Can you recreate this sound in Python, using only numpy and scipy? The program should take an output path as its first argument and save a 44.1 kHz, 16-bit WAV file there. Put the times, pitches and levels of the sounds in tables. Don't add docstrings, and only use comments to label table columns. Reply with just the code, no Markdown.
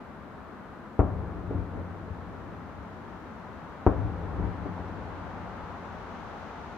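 import sys
import numpy as np
from scipy import signal
from scipy.fft import rfft, irfft
from scipy.io import wavfile
from scipy.ndimage import uniform_filter1d

SR = 44100
rng = np.random.default_rng(int(sys.argv[2]) if len(sys.argv) > 2 else 0)


def persist_wave(psi):
    counts = np.round(np.clip(psi, -1, 1) * 32767).astype(np.int16)
    wavfile.write(sys.argv[1], SR, np.atleast_2d(counts).T)


N = 298557
TIME = np.arange(N) / SR


def from_db(db):
    return 10 ** (np.asarray(db) / 20)


def rms_one(x):
    return x / np.sqrt(np.mean(x ** 2) + 1e-20)


def panned(pan_db):
    return from_db(np.array([[0.5], [-0.5]]) * pan_db)


def cut(x, hz, kind, order=2):
    edge_hz = np.clip(hz, 10, 0.45 * SR)
    return signal.sosfilt(signal.butter(order, edge_hz, kind, fs=SR, output="sos"), x + 1e-18)


def delayed(x, seconds):
    return np.interp(TIME - seconds, TIME, x, left=0)


def resonance(x, hz, width_hz):
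    radius = np.exp(-np.pi * width_hz / SR)
    feed = np.array([1, 0, -1]) * (1 - radius ** 2) / 2
    feedback = [1, -2 * radius * np.cos(2 * np.pi * hz / SR), radius ** 2]
    return signal.lfilter(feed, feedback, x + 1e-18)


def stereo_noise(mid, side, alike):
    return np.sqrt(1 + alike) * mid + np.sqrt(1 - alike) * side * [[1], [-1]]


# pitch_hz, likeness (limited to -1..1 when played)
LIKENESS = [(40, 1.8), (80, 0.68), (250, 0.84), (600, 0.7), (1100, 0.73), (2000, 0.38), (4000, 0),
            (9000, -0.07)]
# pitch_hz, left_minus_right_db
BALANCE = [(50, 8.7), (130, 4.4), (280, 4.1), (500, 1.2), (1000, 3), (2000, 3), (4000, 1.4), (10000, .4)]


def diffuse(spectrum):
    octaves = np.log2(np.fft.rfftfreq(N, 1 / SR) + 1)

    def curve(table):
        pitch_hz, value = np.array(table).T
        return np.interp(octaves, np.log2(pitch_hz), value)

    lowest, highest = np.log2(spectrum[0][0]), np.log2(spectrum[-1][0])
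    octaves_outside = np.abs(octaves - np.clip(octaves, lowest, highest))
    colour_db = curve(spectrum) - 36 * octaves_outside
    mid, side = rfft(rng.standard_normal((2, N)))
    both = stereo_noise(mid, side, np.clip(curve(LIKENESS), -1, 1))
    return rms_one(irfft(both * from_db(colour_db) * panned(curve(BALANCE)), N))


def evened(x, seconds):
    power = uniform_filter1d(np.mean(x ** 2, axis=0), max(int(seconds * SR), 2))
    return x / np.sqrt(power + 1e-12)


def passing(nearest_s, crossing_s):
    distance = np.hypot(1, (TIME - nearest_s) / crossing_s)
    fall_db = 27.5
    return from_db(-fall_db * np.log10(distance))


# pitch_hz, relative_level_db (per Hz)
CITY = [(20, -27), (40, -10), (80, 0.5), (125, -5), (175, 0), (235, 2.5), (330, -5), (550, -7), (750, -7.5),
        (1000, -7.5), (1400, -9), (2600, -27), (4000, -34), (7000, -49)]
TYRES = [(150, -29), (400, -8.5), (600, -6), (850, -2), (1350, -8), (1900, -15.5), (2800, -25.5),
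         (4000, -31.5), (6300, -43.5), (8000, -49)]
SPRAY = [(1500, -1.5), (2600, 5.5), (3800, 0), (5000, -5), (6400, -3.5), (7300, -14.5), (9000, -28)]
# nearest_s, crossing_s (time to cover its nearest distance from the balcony),
# roar_db, tread_db (both levels when nearest)
VEHICLES = [(3.1, 1.0, -56, -71), (5.3, 1.27, -44.5, -73.5), (6.502, 0.74, -46.5, -62.5)]


def traffic():
    roar_power = tread_power = 0
    for nearest_s, crossing_s, roar_db, tread_db in VEHICLES:
        nearness = passing(nearest_s, crossing_s)
        roar_power += (nearness * from_db(roar_db)) ** 2
        tread_power += (nearness * from_db(tread_db)) ** 2
    roar = np.sqrt(roar_power) * diffuse(TYRES)
    tread = np.sqrt(tread_power) * diffuse(SPRAY)
    hum = from_db(-44) * evened(diffuse(CITY), seconds=0.25)
    return hum + roar + tread


# pitch_hz, relative_level_db (per Hz)
HISS = [(3000, -6.5), (7000, 2), (9000, -1), (11000, -3), (12100, 2), (13000, -3), (13500, -3),
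        (14000, -5.5)]


def hiss():
    return from_db(-78) * diffuse(HISS)


# pitch_hz, level_db (rms)
WHINE = [(4000, -91.5), (6000, -96), (10000, -103), (13937, -103)]


def whine():
    return sum(np.sqrt(2) * from_db(level_db) * np.sin(2 * np.pi * hz * TIME) for hz, level_db in WHINE)


def shock(start_s, level_db, push_ms, edge_hz):
    age = np.maximum(TIME - start_s, 0) / (push_ms / 1000)
    wave = (TIME >= start_s) * (1 - age) * np.exp(-np.minimum(age, 40))
    rounded = cut(wave, edge_hz, "low", order=6)
    snap = cut(cut(wave, hz=1600, kind="high"), 1.8 * edge_hz, "low", order=6)
    return from_db(level_db) * (rounded + from_db(-13.5) * snap)


# pitch_hz, width_hz, left_db, right_db
RECESS = [(54, 14, 8.5, 8.5), (76.5, 18, 13, 7.5), (98.2, 6.8, 16, 5.5), (175.3, 8, 7, 2.5),
          (289.5, 13.4, 17, 8.5), (359, 32, 8, 3.5), (447, 52, -3, 2), (755, 39, 2, 6),
          (1280, 67, -10, -20.5)]


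def recess(x):
    return sum(from_db([[left_db], [right_db]]) * resonance(x, hz, width_hz)
               for hz, width_hz, left_db, right_db in RECESS)


def scatter(x, level_db, t60, rise_s, alike):
    age_s = TIME[:SR // 2]
    mid, side = rng.standard_normal((2, len(age_s)))
    envelope = (1 - np.exp(-age_s / rise_s)) * np.exp(-np.log(1000) * age_s / t60)
    tail = stereo_noise(mid, side, alike) * envelope
    reflections = rms_one(tail) / np.sqrt(len(age_s))
    return from_db(level_db) * signal.fftconvolve(x[None], reflections, axes=1)[:, :N]


# start_s, level_db (pressure), push_ms, treble_edge_hz, recess_boom_db, scattered_db, thunder_db
SHELLS = [(0.9920, -9, 2.34, 1320, 4, 5, -0.5), (3.865, -3.5, 1.62, 1280, 1.5, 1.5, 0.5)]
# delay_ms, left_db, right_db
WALLS = [
    [(2.31, 1.5, -7), (5.24, -1, -1), (6.7, 0.5, -3), (9.5, -20, -22), (12.92, -1, -3.5), (30.55, -11, -14)],
    [(2.46, -8, -11), (5.49, 3.5, -1.5), (8.6, -19, -10), (10.7, -10, -16), (21.86, -14.5, -13),
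     (28.7, -20, -17.5)],
]


def bursts():
    sound = 0
    for (start_s, level_db, push_ms, edge_hz, boom_db, scatter_db, _), walls in zip(SHELLS, WALLS):
        front = shock(start_s, level_db, push_ms, edge_hz)
        crack = cut(front, hz=149, kind="high", order=1)
        slaps = sum(from_db([[left_db], [right_db]]) * delayed(crack, delay_ms / 1000)
                    for delay_ms, left_db, right_db in walls)
        splash = from_db(scatter_db) * cut(crack, hz=285, kind="high")
        dull_splash = cut(splash, hz=990, kind="low", order=1)
        near = scatter(splash, level_db=-2.5, t60=0.12, rise_s=0.0068, alike=0.52)
        far = scatter(dull_splash, level_db=1.5, t60=0.47, rise_s=0.011, alike=0.64)
        boom = from_db(boom_db) * recess(front)
        sound = sound + (crack + near + far) * panned(pan_db=2.5) + slaps + boom
    return sound


def thunder_gain(age_s, start_db, fade_db_per_s, swells):
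    power = from_db(start_db - fade_db_per_s * np.maximum(age_s, 0)) ** 2
    for delay_s, spread_s, level_db in swells:
        power = power + from_db(level_db) ** 2 * np.exp(-0.5 * ((age_s - delay_s) / spread_s) ** 2)
    wait_s, rise_s = 0.028, 0.07
    return np.sqrt(power) * np.clip((age_s - wait_s) / rise_s, 0, 1)


# pitch_hz, relative_level_db (per Hz)
RUMBLE = [(20, -28), (32, -22), (55, -6.5), (78, -2), (98, 2.5), (120, -8.5), (145, -31), (260, -42)]
CLATTER = [(90, -26), (140, -10.5), (174, 3), (225, -14), (283, -4), (330, -10), (430, -11.5), (600, -15.5),
           (900, -18.5), (1400, -27.5), (2500, -45)]
# delay_s, spread_s, rumble_db, clatter_db, second_shell_minus_first_db
DISTRICTS = [(0.16, 0.042, -31.5, -43.5, 5.5), (0.57, 0.04, -30.5, -36, 0), (0.8, 0.035, -38, -40.5, -1)]


def roll():
    delay_s, spread_s, rumble_db, clatter_db, contrast_db = np.transpose(DISTRICTS)
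    rumble_power = clatter_power = 0
    for (start_s, *_, thunder_db), share in zip(SHELLS, (-0.5, 0.5)):
        age_s, gain = TIME - start_s, from_db(thunder_db)
        lift_db = share * contrast_db
        rumble_swells = zip(delay_s, spread_s, rumble_db + lift_db)
        clatter_swells = zip(delay_s, spread_s, clatter_db + lift_db)
        rumble_gain = thunder_gain(age_s, start_db=-35.5, fade_db_per_s=7, swells=rumble_swells)
        clatter_gain = thunder_gain(age_s, start_db=-37.5, fade_db_per_s=6.3, swells=clatter_swells)
        rumble_power += (gain * rumble_gain) ** 2
        clatter_power += (gain * clatter_gain) ** 2
    rumble = evened(diffuse(RUMBLE), seconds=0.045)
    clatter = evened(diffuse(CLATTER), seconds=0.052)
    return np.sqrt(rumble_power) * rumble + np.sqrt(clatter_power) * clatter


# start_s, level_db (pressure), treble_edge_hz
ECHOES = [(1.046, -16, 250), (1.108, -18, 237), (1.508, -19.5, 620), (1.529, -23, 400), (1.579, -28, 160),
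          (1.756, -30, 500), (2.101, -23, 200), (2.151, -31, 200), (2.776, -28.5, 200), (4.232, -27.5, 450),
          (4.396, -24, 506), (4.438, -24, 360), (4.658, -24.5, 895), (4.792, -29.5, 497),
          (4.985, -26.5, 350)]


def echoes():
    fronts = sum(shock(start_s, level_db, push_ms=2.4, edge_hz=edge_hz)
                 for start_s, level_db, edge_hz in ECHOES)
    knocks = cut(fronts, hz=200, kind="high")
    smear = scatter(knocks, level_db=0.5, t60=0.054, rise_s=0.0017, alike=0.55)
    boom = cut(recess(fronts), hz=66, kind="high", order=3)
    return (knocks + smear) * panned(pan_db=9.0) + boom


def scene():
    blasts = cut(bursts() + echoes(), hz=33.3, kind="high", order=3)
    blasts = blasts - (1 - from_db(-6)) * resonance(blasts, hz=131, width_hz=78)
    return traffic() + blasts + roll()


def record(dry):
    fade_in = np.minimum(TIME / 0.004, 1)
    noisy = fade_in * (dry + hiss() + whine())
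    return signal.sosfilt(signal.ellip(10, 0.2, 80, 14200, fs=SR, output="sos"), noisy)


dry = scene()
out = record(dry)
persist_wave(out)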